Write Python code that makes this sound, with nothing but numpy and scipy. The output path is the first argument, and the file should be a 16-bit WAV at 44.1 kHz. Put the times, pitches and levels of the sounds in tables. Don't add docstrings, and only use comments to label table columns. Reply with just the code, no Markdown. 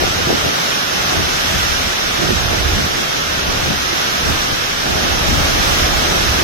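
import sys
import numpy as np
from scipy import signal
from scipy.fft import rfft, irfft, next_fast_len
from scipy.io import wavfile
from scipy.ndimage import uniform_filter1d

SR = 44100
rng = np.random.default_rng(int(sys.argv[2]) if len(sys.argv) > 2 else 0)


def generate_wav(sig):
    pcm = np.round(np.clip(np.atleast_2d(sig).T, -1, 1) * 32767).astype(np.int16)
    wavfile.write(sys.argv[1], SR, pcm)


def attenuation_scalar(level_db):
    decades = np.asarray(level_db, float) / 20
    return 10 ** decades


N = 283563
SIZE = next_fast_len(N)
HZ = np.maximum(np.arange(SIZE // 2 + 1) * SR / SIZE, 1)
RELEASE_STRETCH = 1.13

# (time [s], level [dB], left-right difference [dB])
WIND = [(0, -30, 4), (0.2, -37, 4), (0.45, -41.5, -4), (0.85, -47.5, -11), (1.2, -39, 18),
        (1.78, -34.5, 11), (2.02, -36, 2), (2.3, -34, -12), (2.75, -23.5, -5), (3.0, -43, 13),
        (3.65, -28, -2), (4.02, -43, -6), (4.3, -31, -0.2), (4.7, -38, 4), (5.18, -27, -3), (5.36, -27, 1),
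        (5.75, -24.5, -6), (6.43, -28.5, 4)]


def rms_one(x):
    return x / np.sqrt(np.mean(x ** 2) + 1e-20)


def in_time(rows):
    s, *columns = np.transpose(rows)
    return [np.interp(np.arange(N) / SR, s, column) for column in columns]


def along(points, hz):
    points_hz, values = np.array(points).T
    return np.interp(np.log(hz), np.log(points_hz), values)


def colour(points):
    return attenuation_scalar(along(points, HZ))


def drift(rate_hz):
    hold = 40
    r = np.exp(-2 * hold * np.pi * rate_hz / SR)
    coarse = rng.standard_normal(N // hold + 2002)
    slow = signal.lfilter([1], [1, -2 * r, r * r], coarse)[2000:]
    return np.interp(np.arange(N) / hold, np.arange(len(slow)), rms_one(slow))


def noise():
    return rfft(rng.standard_normal(SIZE))


def panned(pair, pan_db):
    return pair * attenuation_scalar([pan_db / 2, -pan_db / 2])


def storm(sheet_db, patch_db):
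    # (time [s], rain and leaf roar [dB], howl of the wind in the trees re its mean share [dB])
    swells = [(0, -22, -1), (0.33, -22.5, 1.5), (0.63, -21.5, 0.5), (0.87, -22.5, -1), (1.1, -21.5, 0.8),
              (1.6, -20.5, -2), (1.97, -22.5, -1), (2.18, -22, 0.5), (3.0, -22.5, 0.6), (3.27, -23.5, -2),
              (3.52, -22.5, 3.4), (3.8, -22.5, -2), (4.28, -21.5, 0.4), (4.75, -23, -1.8), (5.3, -21, 3),
              (5.75, -19.5, 0.5), (5.95, -20.5, 2.3), (6.43, -20.5, 1.1)]
    # (frequency [Hz], level per Hz [dB])
    roar_mid = [(150, -2), (360, -5.5), (760, -4.5), (980, -8), (1250, -3.5), (1750, -4), (1950, -5.5),
                (3400, -5.5), (4650, -8.5), (5500, -6), (6300, -8.5), (7000, -14), (7600, -17.5),
                (8500, -22)]
    # (frequency [Hz], level per Hz [dB])
    roar_side = [(90, -39), (150, -12), (440, -2.5), (600, -2.5), (990, -2.5), (1400, 1), (2280, -5),
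                 (3100, -4), (4000, -4.5), (4600, -11), (5600, -3.5), (6300, -10), (7200, -13), (8500, -22)]
    # (frequency [Hz], left-right difference [dB])
    port_shading = [(300, -0.5), (1000, -1), (1500, -3.5), (2400, 0), (3300, -2.5), (4600, -2.5),
                    (5600, -3), (6800, 1), (8000, 2), (14000, 0.5)]
    # (frequency [Hz], level re 8500 Hz [dB])
    spray_top = [(8500, 0.5), (10200, -0.5), (12000, 1.2), (13600, 0), (14400, -1), (15100, -5.5),
                 (15800, -3)]
    spray_follows = 0.52

    roar_db, howl_db = in_time(swells)
    mid = noise() * colour(roar_mid) * (HZ > 90)
    side = noise() * colour(roar_side) * attenuation_scalar(-0.5)
    shade = np.sqrt(colour(port_shading))
    pair = np.array([(mid + side) * shade, (mid - side) / shade]) * colour(spray_top)
    core = (HZ > 1100) & (HZ < 6500)
    pair = pair / np.sqrt(np.sum(np.abs(mid[core]) ** 2) * 2) * SIZE

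    sheets, out = drift(6.1), 0
    for octave in np.arange(7, 14.5, .5):
        band = np.cos(np.pi * np.clip(np.log2(HZ) - octave, -.5, .5)) ** 2
        spray_db = np.clip(2 * octave - 25, 0, 1) * spray_follows * (roar_db - roar_db.mean())
        low_db = np.clip(10.5 - octave, 0, 1) * howl_db
        flicker_db = sheet_db * sheets + patch_db * np.array([drift(8.8), drift(19.0)])
        out = out + attenuation_scalar(spray_db + low_db + flicker_db) * irfft(pair * band, SIZE)[:, :N]
    return attenuation_scalar(roar_db) * out


def stream(level_db, follows):
    wind_db, pan_db = in_time(WIND)
    return panned(attenuation_scalar(level_db + follows * (wind_db - wind_db.mean())), follows * pan_db)


def bursts(steady, rows):
    power, t = steady ** 2, np.arange(N) / SR
    for s, db, pan_db, length in rows:
        start = max(int((s - 2 * length) * SR), 0)
        near = slice(start, int((s + 2 * RELEASE_STRETCH * length) * SR))
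        span = np.where(t[near] > s, RELEASE_STRETCH * length, length / RELEASE_STRETCH)
        bell = np.exp(-(2 * (t[near] - s) / span) ** 2)
        power[:, near] += np.outer(panned(attenuation_scalar(db), pan_db) ** 2, bell)
    return np.sqrt(power)


def eddies(gains, points, split_hz, order, even_s, lump_db, lump_hz):
    # (frequency [Hz], likeness [-1..1])
    likeness = [(30, .68), (130, .6), (290, .03), (440, -.75), (600, -.2), (900, -.4)]
    alike = np.clip(along(likeness, HZ), -1, 1)
    mid, side = np.sqrt(1 + alike) * noise(), np.sqrt(1 - alike) * noise()
    pair = np.array([mid + side, mid - side]) * colour(points)
    share = 1 / (1 + (HZ / split_hz) ** order)
    out = 0
    for part, gain in zip((share, 1 - share), gains):
        wave = irfft(pair * part, SIZE)[:, :N]
        power = uniform_filter1d(np.sum(wave ** 2, axis=0), int(even_s * SR)) / 2
        out = out + gain * wave / np.sqrt(power)
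    return out * attenuation_scalar(lump_db * np.array([drift(lump_hz), drift(lump_hz)]))


def thumps():
    # (time [s], peak level [dB], left-right difference [dB], length [s])
    thump_events = [(0.06, -28, 3.0, 0.09), (0.19, -31, -9, 0.15), (0.287, -26, 6, 0.14),
                    (0.446, -23, -4, 0.05), (1.028, -30, -6, 0.08), (1.21, -21.5, 1, 0.1),
                    (1.566, -23.5, 2.0, 0.13), (1.702, -28, -2, 0.04), (1.84, -26, -2, 0.07),
                    (2.304, -21.5, -6, 0.069), (2.368, -22, -8.0, 0.033), (2.48, -22, -6, 0.15),
                    (2.592, -21.5, -15, 0.04), (2.67, -21, -3, 0.06), (2.75, -20, -4, 0.055),
                    (2.84, -21, 8, 0.03), (3.324, -31.5, -5, 0.12), (3.497, -27, 4, 0.13),
                    (3.64, -27, 9, 0.059), (4.287, -19, -0.0, 0.084), (4.51, -25, 6, 0.034),
                    (4.948, -22, -4, 0.079), (5.107, -21.5, -6, 0.047), (5.355, -18.5, 6, 0.15),
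                    (5.41, -24, 10.0, 0.04), (5.584, -24, 0.0, 0.054), (5.71, -28, -13, 0.05),
                    (5.822, -23, 0.0, 0.077), (5.93, -26.4, -4, 0.063), (6.297, -24, -3, 0.22)]
    # (frequency [Hz], level per Hz [dB])
    thump_spectrum = [(15, -24), (28, 0.5), (50, -6), (76, -2), (100, -11), (140, -16.5), (220, -22.5),
                      (500, -52)]
    wind_db, pan_db = in_time(WIND)
    upper = bursts(stream(level_db=-34.5, follows=.6), thump_events)
    deepest = panned(attenuation_scalar(wind_db), pan_db)
    return eddies((upper, deepest), thump_spectrum, split_hz=65, order=-6, even_s=0.067,
                  lump_db=2.0, lump_hz=8.7)


def flaps():
    # (time [s], peak level [dB], left-right difference [dB], bright part re peak [dB])
    flap_events = [(0.03, -27.5, 4.0, 5.5), (0.2, -42, -1.0, 5), (0.31, -20, 0, -1), (0.48, -29, 4, 5),
                   (0.69, -34, -2, -1), (0.95, -34, -11, -11), (1.14, -28.5, -3, 4), (1.19, -25, -4, -7),
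                   (1.52, -38, 7, 8), (2.23, -19.5, -4, -8), (2.31, -24, -13, -18), (2.52, -31.5, -5, 10.5),
                   (2.79, -23, -2, -7), (2.86, -26, -3, -21), (2.99, -23.8, -3, -11), (3.17, -29, -1, -2),
                   (3.5, -28, 1, -7), (3.7, -19.5, 3.5, -12), (3.91, -33.5, -12, -5), (4.28, -28, 11, -6),
                   (4.51, -43, 8, -7), (4.88, -25.5, -1, 2.5), (4.97, -25.5, 0, 2), (5.05, -21, -4, -6),
                   (5.33, -39, -1, 2), (5.58, -24, 6, -13), (5.77, -37, -12, -8), (6.06, -30, 8, -9),
                   (6.16, -28, -1, 3), (6.4, -24.5, -5, -5)]
    # (frequency [Hz], level per Hz [dB])
    flap_spectrum = [(70, -45), (130, -2), (220, -4.5), (370, -2.5), (480, -18), (680, -16.5), (850, -19.5),
                     (1200, -49)]
    length_s, follows = 0.067, .45
    dull_rows = [(s, db, pan, length_s) for s, db, pan, _ in flap_events]
    bright_rows = [(s, db + re, pan, length_s) for s, db, pan, re in flap_events]
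    dull = bursts(stream(-33.5, follows), dull_rows)
    bright = bursts(stream(-36, follows), bright_rows)
    return eddies((dull, bright), flap_spectrum, split_hz=490, order=6, even_s=0.027,
                  lump_db=2.0, lump_hz=30.0)


def slaps(cycles):
    # (time [s], left peak level [dB], right peak level [dB], pitch [Hz])
    slap_events = [(.024, -4, -14, 520), (.037, -2, -13, 600), (.04, -6, -16, 450), (.19, -14, -8, 420),
                   (.205, -9, -16, 400), (.214, -16, -8, 430), (.295, -14, -7, 480), (.301, -14, -5, 520),
                   (.305, -1.5, -12, 520), (.315, -16, -8, 420), (.329, -5, -10, 330), (.35, -9, -6, 350),
                   (.45, -10, -16, 350), (.487, -14, -9, 300), (.585, -9, -18, 700), (1.195, -13, -13, 300),
                   (2.29, -18, -8, 420), (2.307, -14, -3, 380), (2.79, -16, -10, 250),
                   (3.49, -11, -18, 220), (5.33, -9, -16, 260), (.078, -11, -13, 300),
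                   (.273, -12, -13, 280), (2.66, -20, -13, 200)]
    out, t = np.zeros((2, N)), np.arange(N) / SR
    signs = rng.choice([-1, 1], (len(slap_events), 2))
    for (s, left_db, right_db, hz), sign in zip(slap_events, signs):
        near = slice(int((s - .01) * SR), int((s + .01) * SR))
        turns = (t[near] - s) * hz
        wave = np.exp(-(turns / cycles) ** 2) * np.cos(2 * np.pi * turns)
        out[:, near] += np.outer(sign * attenuation_scalar([left_db, right_db]), wave)
    return out


def drops():
    per_s, level_db = 80, -28
    hits = rng.exponential(1, N)
    sizes = attenuation_scalar(level_db + 4 * np.minimum(hits, 3)) * (rng.random(N) < per_s / SR)
    ticks = sizes * rng.uniform(-1, 1, (2, N))
    dealt, out = rng.integers(0, 4, N), 0
    for k, hz in enumerate(np.geomspace(1800, 5200, num=4)):
        r, w = attenuation_scalar(-10 * hz / SR), 2 * np.pi * hz / SR
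        ring = [0, np.sin(w)], [1, -2 * r * np.cos(w), r * r]
        out = out + signal.lfilter(*ring, ticks * (dealt == k) + 1e-18)
    return out


def scene():
    rain = storm(sheet_db=0.27, patch_db=0.2)
    wind = attenuation_scalar(-1.4) * thumps() + attenuation_scalar(-2.0) * flaps() + slaps(cycles=0.51)
    return rain + wind + drops()


def during(spans, s):
    return np.any([(s >= start) & (s <= end) for start, end in spans], axis=0)


def spectral_gate(x, dropped_db):
    # (frequency [Hz], level [dB])
    threshold = [(400, -9), (1000, -5), (1400, -3.1), (3000, -2.4), (5000, -2.2), (6300, -1.8), (6800, -.3),
                 (7600, -.3), (8600, -3.2), (10000, -3), (12000, -4), (14000, -3), (15000, -1.5)]
    # (start [s], end [s])
    notch_spans = [(.04, .08), (.18, .24), (.45, .54), (.63, 1.0), (1.03, 1.11), (1.16, 1.35), (1.42, 1.46),
                   (1.64, 1.82), (1.95, 2.03), (2.15, 2.19), (2.41, 2.56), (2.63, 2.66), (2.7, 2.73),
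                   (2.88, 2.92), (3.02, 3.05), (3.13, 3.26), (3.3, 3.61), (3.7, 4.24), (4.45, 4.54),
                   (4.63, 4.68), (4.92, 5.28), (5.47, 5.61), (5.75, 5.96), (6.25, 6.3), (6.38, 6.43)]
    # (start [s], end [s])
    top_spans = [(0, .01), (.28, .31), (.56, .61), (1.83, 1.88), (2.37, 2.4), (3.64, 3.67), (4.29, 4.32),
                 (4.69, 4.72), (4.9, 4.92), (5.35, 5.45), (5.64, 5.76), (5.96, 6.01), (6.08, 6.11)]
    frame = dict(nperseg=2048, noverlap=1536)
    hz, s, bins = signal.stft([x[0] + x[1], x[0] - x[1]], SR, **frame)
    power = np.abs(bins) ** 2 + 1e-20
    streak = uniform_filter1d(uniform_filter1d(power, size=3, axis=1), size=5, axis=2)
    around = uniform_filter1d(uniform_filter1d(power, size=21, axis=1), size=21, axis=2)
    margin_db = 10 * np.log10(streak / around) - along(threshold, hz + 1)[:, None]
    kept = np.clip(margin_db + .5, 0, 1)
    notch = (hz > 7620) & (hz < 8270)
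    kept[0] *= ~(notch[:, None] & during(notch_spans, s))
    shut_top = (hz > 15160)[:, None] & ~during(top_spans, s)
    gain = attenuation_scalar(dropped_db * (1 - kept)) * ~shut_top
    mid, side = signal.istft(bins * gain, SR, **frame)[1][:, :N] / 2
    return np.array([mid + side, mid - side])


def band_limit(x):
    return signal.sosfilt(signal.butter(12, 15730, fs=SR, output="sos"), x)


def record(dry):
    rounded = 2 * np.tanh(dry / 2)
    gated = spectral_gate(rounded, dropped_db=-25)
    return band_limit(np.clip(gated, -1, 1))


dry = scene()
out = record(dry)
generate_wav(out)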